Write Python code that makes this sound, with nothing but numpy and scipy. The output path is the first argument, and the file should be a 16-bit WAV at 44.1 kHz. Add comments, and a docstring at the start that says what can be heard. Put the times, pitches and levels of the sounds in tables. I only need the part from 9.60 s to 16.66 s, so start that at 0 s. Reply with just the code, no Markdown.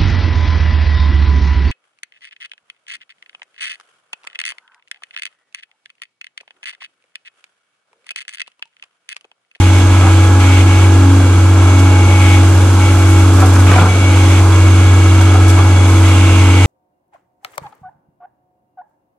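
"""A six-cylinder diesel excavator works beside a timber house, some metres from a phone's two microphone ports.
From the start the exhaust booms at the firing rate, fan and piston pump sing on multiples of the engine cycle,
and oil noise swells with each valve stroke. A beam cracks early; splinters snap and grit slides in the middle,
where the densest cracks come about four seconds in. More cracks and snaps follow, then a last slide of grit.
Tones are sines, rough sounds are coloured noise, beams are decaying modes; the highest peaks clip."""
import sys
import numpy as np
from scipy import signal
from scipy.fft import rfft, irfft, next_fast_len
from scipy.io import wavfile
from scipy.ndimage import uniform_filter1d, map_coordinates

SR = 44100
rng = np.random.default_rng(int(sys.argv[2]) if len(sys.argv) > 2 else 0)


def master_out(mix):
    """Clip the mix to full scale and print it as 16-bit PCM to the path in sys.argv[1]."""
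    frames = np.transpose(np.atleast_2d(mix))
    ceiling = np.clip(frames, -1, 1)
    pcm = np.round(ceiling * 32767).astype(np.int16)
    wavfile.write(sys.argv[1], SR, pcm)


N = 311325
TIME = np.arange(N) / SR
FFT_SIZE = next_fast_len(N)
BINS = np.arange(FFT_SIZE // 2 + 1) * SR / FFT_SIZE

CYLINDERS = 6  # firings in one engine cycle
MIDDLING_FLOW_DB = -32  # oil flow at which hiss and roar have their stated levels

# Blows that break the beams.
# Each row: start in seconds, peak level in dB, pitch in Hz, thump level in dB.
CRACKS = [(0.42, -12.5, 1340, -23), (0.437, -12, 744, -15), (0.469, -14, 1220, -14),
          (3.782, -11, 1270, -26), (3.819, -5.5, 990, -27), (3.859, -17, 1290, -34),
          (3.963, -9.5, 1190, -30), (3.99, -15, 1280, -30), (4.068, -11, 900, -22),
          (4.092, -7.5, 1530, -10), (4.115, -6.5, 1540, -22), (4.139, -10.5, 1170, -31),
          (4.159, -8.5, 1080, -20), (4.182, -6, 1300, -16), (4.211, -12.5, 1140, -6.5),
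          (4.229, -10, 770, -11), (4.257, -9, 990, -17), (5.607, -15, 1030, -28), (5.743, -12, 729, -35),
          (5.974, -14, 950, -26), (5.989, -8, 1360, -26), (6.027, -17, 1040, -26)]


def undb(db):
    """Decibels to gain."""
    return 10 ** (np.asarray(db) / 20)


def unit(x):
    """Scale to rms 1."""
    return x / np.sqrt(np.mean(x ** 2))


def noise():
    """Unrelated white noise for mid and side."""
    return rng.standard_normal((2, N))


def curve(table):
    """A (seconds, value) table read sample by sample."""
    seconds, values = np.transpose(table)
    return np.interp(TIME, seconds, values)


def shape(table):
    """A (Hz, dB) table read at every frequency, on a log frequency scale."""
    hz, db = np.transpose(table)
    return np.interp(np.log(BINS + 1), np.log(hz), db)


def colour(x, db):
    """Filter by a gain curve in dB."""
    return irfft(rfft(x, FFT_SIZE) * undb(db), FFT_SIZE)[..., :N]


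def walk(rate):
    """Random levels held 1 / rate s and slewed twice; spread near 1."""
    hold = int(SR / rate)
    steps = np.repeat(rng.standard_normal(N // hold + 1), hold)
    return 1.95 * uniform_filter1d(uniform_filter1d(steps, hold), hold)[:N]


def tones(cycle, orders, dbs, waver_db, rate):
    """Sines on multiples of the engine cycle, each wavering; the side copy runs a quarter turn off."""
    out = np.zeros((2, N))
    for order, db in zip(orders, dbs):
        turn = 2 * np.pi * (order * cycle + rng.random() + 0.01 * walk(rate))
        level = np.sqrt(2) * undb(db + waver_db * walk(rate))
        out += level * np.array([np.sin(turn), np.cos(turn)])
    return out


def clatter(turns, keep, size=4096):
    """Noise that partly repeats every turn: the same parts knock at the same angles."""
    fresh = rng.standard_normal((2, int(turns[-1]) + 1, size))
    # each turn keeps a share of the pattern before it
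    pattern = signal.lfilter([1], [1, -keep], fresh, axis=1).reshape(2, -1)
    return unit(np.array([np.interp(turns * size, np.arange(len(p)), p) for p in pattern]))


def swells(table, column, idle_db, close_s):
    """Level in dB of sounds that open, hold and close over a quiet bed; they add in power."""
    open_s = 0.016
    power = undb(idle_db) ** 2
    for row in table:
        start, end = row[0], row[1]
        # a sound that starts at zero is already open
        corners = [start - (start == 0), start + open_s, end, end + close_s]
        gate = np.interp(TIME, corners, [0, 1, 1, 0])
        power = power + (gate * undb(row[column])) ** 2
    return 10 * np.log10(power)


def add(out, s, sound):
    """Mix a short sound in at time s."""
    k = int(s * SR)
    out[:, k:k + sound.shape[1]] += sound[:, :N - k]


def showers():
    """Small fragments slide off the roof: dense bright grains of grit and shingle as flickering noise."""
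    # Each row: start in seconds, end in seconds, level in dB.
    slides = [(2.55, 3.2, -34.5), (3.3, 3.62, -33), (3.72, 4.0, -30.5), (4.06, 4.22, -39),
              (4.55, 4.95, -36), (6.25, 6.5, -35.5)]
    # Spectrum of the grit. Each row: frequency in Hz, relative level in dB.
    grit = [(2000, 5), (4000, -1.5), (7500, 2), (10500, -1), (12400, -5), (14500, -19)]
    grains = undb(1.4 * walk(120)) * noise()
    level_db = swells(slides, column=2, idle_db=-46, close_s=0.17)
    return undb(level_db) * unit(colour(grains, shape(grit)))


def debris():
    """After each crack, falling pieces crunch: flickering noise that rises fast and dies away."""
    # Spectrum of the crunch. Each row: frequency in Hz, relative level in dB.
    spectrum = [(20, 7), (60, 9), (120, 1), (300, 7), (1500, 5), (1800, -15), (2300, -8.5), (4000, -19.5),
                (8000, -26), (12000, -44)]
    below_crack_db, t60_s, rise_s = -8.5, 0.25, 0.0023
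    power, t = np.zeros((2, N)), TIME[:16384]
    for s, db, _, _ in CRACKS:
        fall = undb(db + below_crack_db) * 1000 ** (-t / t60_s)
        # unrelated falls add in power
        add(power, s, np.tile(fall ** 2 * (1 - np.exp(-t / rise_s)), (2, 1)))
    grains = unit(undb(2.0 * walk(150)) * noise())
    tint = shape(spectrum)
    return colour(np.sqrt(power) * grains, tint) / np.sqrt(np.mean(undb(tint) ** 2))


def snaps():
    """Splinters and glass: short bright bursts of band-limited noise with a tail."""
    # Each row: start in seconds, level in dB before the band filter, pitch in Hz, 60 dB decay in seconds.
    bursts = [(2.1894, -22, 6670, 0.09), (2.9494, -28, 7000, 0.092), (3.4955, -26, 10000, 0.084),
              (3.7994, -22, 7350, 0.1), (3.8594, -28, 8560, 0.1), (4.1094, -28, 7100, 0.1),
              (5.6094, -19.5, 7380, 0.08), (5.88, -18, 7380, 0.088), (5.8964, -19, 7380, 0.09)]
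    out, t = np.zeros((2, N)), TIME[:8192]
    for s, db, hz, t60 in bursts:
        edges = np.clip([hz / 4.3, hz * 1.46], 100, .45 * SR)
        band = signal.butter(3, edges, "band", fs=SR, output="sos")
        burst = signal.sosfilt(band, rng.standard_normal((2, len(t))))
        add(out, s, undb(db) * burst * 1000 ** (-t / t60) * (1 - np.exp(-t / 0.0018)))
    return out


def cracks():
    """Fibres tear for some milliseconds and ring the beam's decaying modes, with a low thump below."""
    # Modes of the beams. Each row: frequency in Hz, 60 dB decay in seconds.
    timber = [(430, 0.14), (620, 0.017), (770, 0.17), (1030, 0.034), (1180, 0.096), (1320, 0.11),
              (1540, 0.036)]
    spread_db = -10  # per octave between a mode and the pitch of the blow
    scatter = .025  # each broken piece is tuned a little differently
    out, t = np.zeros((2, N)), TIME[:16384]
    mode_hz, t60 = (c[:, None] for c in np.transpose(timber))
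    for s, db, hz, thump_db in CRACKS:
        tear = rng.standard_normal((2, 1024)) * np.exp(-t[:1024] / 0.0053)
        # each blow wakes most the modes near its own pitch
        mode_db = spread_db * np.abs(np.log2(mode_hz / hz))
        piece_hz = mode_hz * (1 + scatter * rng.standard_normal(mode_hz.shape))
        modes = undb(mode_db) * np.sin(2 * np.pi * piece_hz * t) * 1000 ** (-t / t60)
        ring = signal.fftconvolve(tear, modes.sum(axis=0)[None])[:, :len(t)]
        ring /= np.abs(ring).max(axis=1, keepdims=True)
        thump = np.sin(2 * np.pi * rng.uniform(170.6, 222) * t)
        thump *= 1000 ** (-t / 0.1) * (1 - np.exp(-t / 0.0025))
        add(out, s, undb(db) * ring + undb(thump_db) * thump)
    return out


def strokes(column, idle_db):
    """Level in dB of one pump or oil sound as valves open and close to move the arm."""
    # Each row: opens in seconds, closes in seconds, then levels in dB of the pump whine, the oil flow
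    # and the tenth piston tone.
    valves = [(0, .09, -34, -28.5, -45), (.11, .21, -32, -30, -39), (.21, .3, -40, -38, -45),
              (.3, .65, -35, -31, -45), (.79, 1.01, -28.5, -26.5, -43), (1.06, 1.24, -31.5, -30, -41),
              (1.24, 1.38, -43, -43, -41), (1.75, 1.81, -40, -51, -48), (1.97, 2.55, -31.5, -35.5, -44),
              (2.49, 2.76, -28, -32, -46), (2.59, 2.76, -33, -28, -46), (2.76, 2.86, -44, -35, -48),
              (3.19, 3.31, -29.5, -31, -41), (3.37, 3.63, -36, -38.5, -43), (4.06, 4.2, -42, -26.5, -48),
              (4.27, 4.48, -27, -34, -43), (4.48, 4.79, -32.5, -28.5, -52), (4.91, 5.74, -32, -33.5, -45),
              (5.8, 6.4, -33.5, -35, -52), (6.42, 7.06, -33, -27, -48), (6.48, 6.8, -45, -40, -34.5),
              (6.92, 7.06, -31, -38, -37)]
    return swells(valves, column, idle_db, close_s=.045)


def covers(whine_db):
    """Machine covers ring as narrow noise bands, a little harder while the pump whines."""
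    # Each row: frequency in Hz, width in Hz, level in dB.
    panels = [(3368, 40, -43), (6260, 200, -42)]
    rings = np.zeros((2, N))
    for hz, width, db in panels:
        peak_db = -20 * np.log10(1 + (2 * (BINS - hz) / width) ** 2)
        rings += undb(db) * unit(colour(noise(), peak_db))
    return undb(0.17 * (whine_db - whine_db.mean())) * rings


def oil_hiss(flow_db):
    """Oil hisses through the valves: bright noise that grows gently with flow."""
    # Spectrum of the hiss. Each row: frequency in Hz, relative level in dB.
    spectrum = [(2000, -2.5), (4000, 5), (5500, -0.5), (6800, 2.5), (7600, 3.5), (8500, -0.5), (10500, -3),
                (11600, -5), (12400, -13), (14500, -67)]
    hiss_db, slope = -31.5, 0.28  # at middling flow; dB per dB of flow
    level_db = hiss_db + slope * (flow_db - MIDDLING_FLOW_DB) + 0.17 * walk(16)
    return undb(level_db) * unit(colour(noise(), shape(spectrum)))


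def oil_flow(cycle, flow_db):
    """Oil noise partly repeats each shaft turn, with pressure ripple tones; both grow with flow."""
    # Spectrum of the flow noise. Each row: frequency in Hz, relative level in dB.
    spectrum = [(1700, -5.5), (2000, 8), (2300, 10.5), (3000, 5), (3900, -3), (4500, -21), (6000, -39)]
    # Ripple tones, as multiples of the engine cycle.
    ripple_orders = [72, 132, 140, 146, 152, 156, 162]
    # Level of each ripple tone, in dB relative to the flow noise.
    ripple_db = [-15.5, -19.5, -20, -9, -23, -18, -19]
    rough = clatter(cycle * 2, 0.71, size=2048) + undb(2.0) * noise()
    ripple = tones(cycle, ripple_orders, ripple_db, 2.6, 6)
    return undb(flow_db) * (unit(colour(rough, shape(spectrum))) + ripple)


def pump_whine(cycle, load_db, whine_db):
    """One high pump tone beats once a shaft turn; the beat fades as load drops or the whine grows loud."""
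    order, depth = 144, 0.62
    load_share = 7.9  # dB of beat per dB of load
    steady_db = -30  # above this the whine steadies
    beat = np.sin(2 * np.pi * (2 * cycle + 0.061 * walk(5)))
    fade_db = load_share * load_db - 2 * np.maximum(whine_db - steady_db, 0)
    throb = 1 + depth * undb(fade_db) * beat
    return throb * undb(whine_db) * tones(cycle, [order], [0], 1.05, 14)


def pump_pistons(cycle):
    """The pump's pistons sing their first, third and tenth harmonics, each with its own level."""
    # First piston tone. Each row: time in seconds, level in dB.
    first = [(0.0, -26), (0.35, -21), (0.57, -29), (0.71, -18.5), (1.26, -25.5), (1.51, -18), (1.85, -28),
             (2.26, -20), (2.36, -25), (2.79, -20.5), (2.87, -28), (3.85, -20), (4.29, -27), (4.42, -21.5),
             (4.93, -29), (6.84, -24), (7.02, -19.5), (7.06, -25)]
    # Third piston tone. Each row: time in seconds, level in dB.
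    third = [(0.0, -25), (0.25, -35), (0.84, -27), (1.75, -35.5), (2.54, -27), (3.15, -38), (3.24, -29),
             (4.05, -36), (4.11, -28), (4.36, -39), (4.54, -32), (4.99, -35), (5.07, -49), (5.19, -31),
             (5.76, -40), (6.21, -31), (6.68, -37), (7.06, -30)]
    piston_order = 18  # multiple of the engine cycle
    tenth_db = strokes(column=4, idle_db=-45)
    pistons = undb(curve(first)) * tones(cycle, [piston_order], [0], 1.17, 9)
    pistons += undb(curve(third)) * tones(cycle, [3 * piston_order], [0], 0.95, 12)
    pistons += undb(tenth_db) * tones(cycle, [10 * piston_order], [0], 1.3, 9.8)
    return pistons


def hydraulics(cycle, load_db, flow_db):
    """Pump and oil sounds together, with the covers they share."""
    whine_db = strokes(column=2, idle_db=-48)
    pump = pump_pistons(cycle) + pump_whine(cycle, load_db, whine_db)
    return pump + oil_flow(cycle, flow_db) + oil_hiss(flow_db) + covers(whine_db)


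def load(firing_hz):
    """Load in dB: when it drops the engine runs up and fuel is cut a moment later."""
    loaded_hz, unload_db_per_hz2, fuel_lag_s = 92.5, -1.9, 0.034  # loaded_hz: firing rate at full load
    late_hz = np.interp(TIME - fuel_lag_s, TIME, firing_hz)
    return unload_db_per_hz2 * (late_hz - loaded_hz) ** 2


def fan(cycle, load_db):
    """The fan sings one multiple of the engine cycle, softer as the load drops."""
    order, full_load_db, share = 21, -21.5, 2.4  # share: dB per dB of load
    return undb(share * load_db) * tones(cycle, [order], [full_load_db], 1.0, 6.5)


def block_hum(cycle, load_db):
    """The engine block hums a set of wavering tones, softer as the load drops."""
    # Block tones, as multiples of the engine cycle.
    orders = [3, 4, 12, 16, 24, 36, 60, 63, 69, 84, 87, 108]
    # Level of each block tone at full load, in dB.
    levels = [-41, -46, -65, -39.5, -38.5, -47, -41.5, -42, -39.5, -36.5, -37, -40]
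    share = .7  # dB per dB of load
    return undb(share * load_db) * tones(cycle, orders, levels, 2.2, 6)


def roar(cycle, flow_db):
    """Valve gear clatter and steady noise make a roar that partly repeats each engine cycle."""
    # Spectrum of the roar. Each row: frequency in Hz, relative level in dB.
    spectrum = [(20, -4), (60, 5.5), (150, 3), (300, 2.5), (450, 0.5), (560, -2.5), (1100, -3.5),
                (1300, -2.5), (1500, -4), (1680, -7), (1800, -20), (2400, -13.5), (5000, -47)]
    roar_db, slope = -19.5, 0.034  # at middling flow; dB per dB of flow
    rough = clatter(cycle, 0.55) + undb(-3.0) * noise()
    level_db = roar_db + slope * (flow_db - MIDDLING_FLOW_DB)
    return undb(level_db) * unit(colour(rough, shape(spectrum)))


def exhaust_boom(cycle, load_db):
    """The exhaust booms once for each firing, loudest at full load."""
    return undb(-6.5 + load_db) * tones(cycle, [CYLINDERS], [0], 0.2, 12)


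def engine(cycle, load_db, flow_db):
    """Fan, block, roar and exhaust, all turning with the same engine cycle."""
    background = fan(cycle, load_db) + block_hum(cycle, load_db) + roar(cycle, flow_db)
    return background + exhaust_boom(cycle, load_db)


def scene():
    """Sum each source as a mid and a side sound; the side is weak in the bass and strong in the treble."""
    # The governor hunts as the load changes. Each row: time in seconds, firing rate in Hz.
    speed = [(0, 92.6), (.32, 92.8), (.5, 92.45), (.72, 92.9), (.92, 92.45), (1.2, 92.95), (2.1, 92.5),
             (2.38, 92.8), (2.78, 92.4), (3.05, 93.1), (3.33, 93.4), (3.55, 92.5), (3.8, 92.95),
             (4.05, 92.7), (4.3, 93.9), (4.55, 93.05), (5.15, 92.62), (6.3, 92.75), (6.6, 92.45),
             (6.82, 92.55), (7.06, 92.95)]
    # Stereo spread. Each row: frequency in Hz, side minus mid in dB.
    sides = [(25, -19), (60, -35), (110, -30), (200, -20), (370, -17.5), (680, -11.5), (1250, -10.5),
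             (2290, -6), (4210, -2), (7730, 1.5), (14200, -6)]
    firing_hz = curve(speed)
    cycle = np.cumsum(firing_hz) / CYLINDERS / SR  # engine cycles since the start
    load_db = load(firing_hz)
    flow_db = strokes(column=3, idle_db=-35.5)
    house = showers() + debris() + snaps() + cracks()
    machine = hydraulics(cycle, load_db, flow_db) + engine(cycle, load_db, flow_db)
    mid, side = house + machine
    side = colour(side, shape(sides))
    return np.array([mid + side, mid - side])


def record(dry):
    """The two microphone ports colour the treble differently; the peaks clip; the top is cut."""
    # Each row: frequency in Hz, left minus right in dB.
    ports = [(100, -0.1), (1700, 0), (2200, 7), (2800, -6.5), (3400, -11), (4000, 0), (5500, -8.5),
             (6300, -5.5), (7600, -3.5), (8500, 3), (10500, 3.5), (14500, 10)]
    port_lag_s, top_hz = 3.4e-5, 14550  # the right port hears later
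    left, right = colour(dry, np.array([[.5], [-.5]]) * shape(ports))
    right = map_coordinates(right, [(TIME - port_lag_s) * SR], order=5, mode="mirror")
    clipped = np.clip([left, right], -1, 1)
    return signal.sosfilt(signal.ellip(12, .1, 80, top_hz, fs=SR, output="sos"), clipped)


dry = scene()
out = record(dry)
master_out(out)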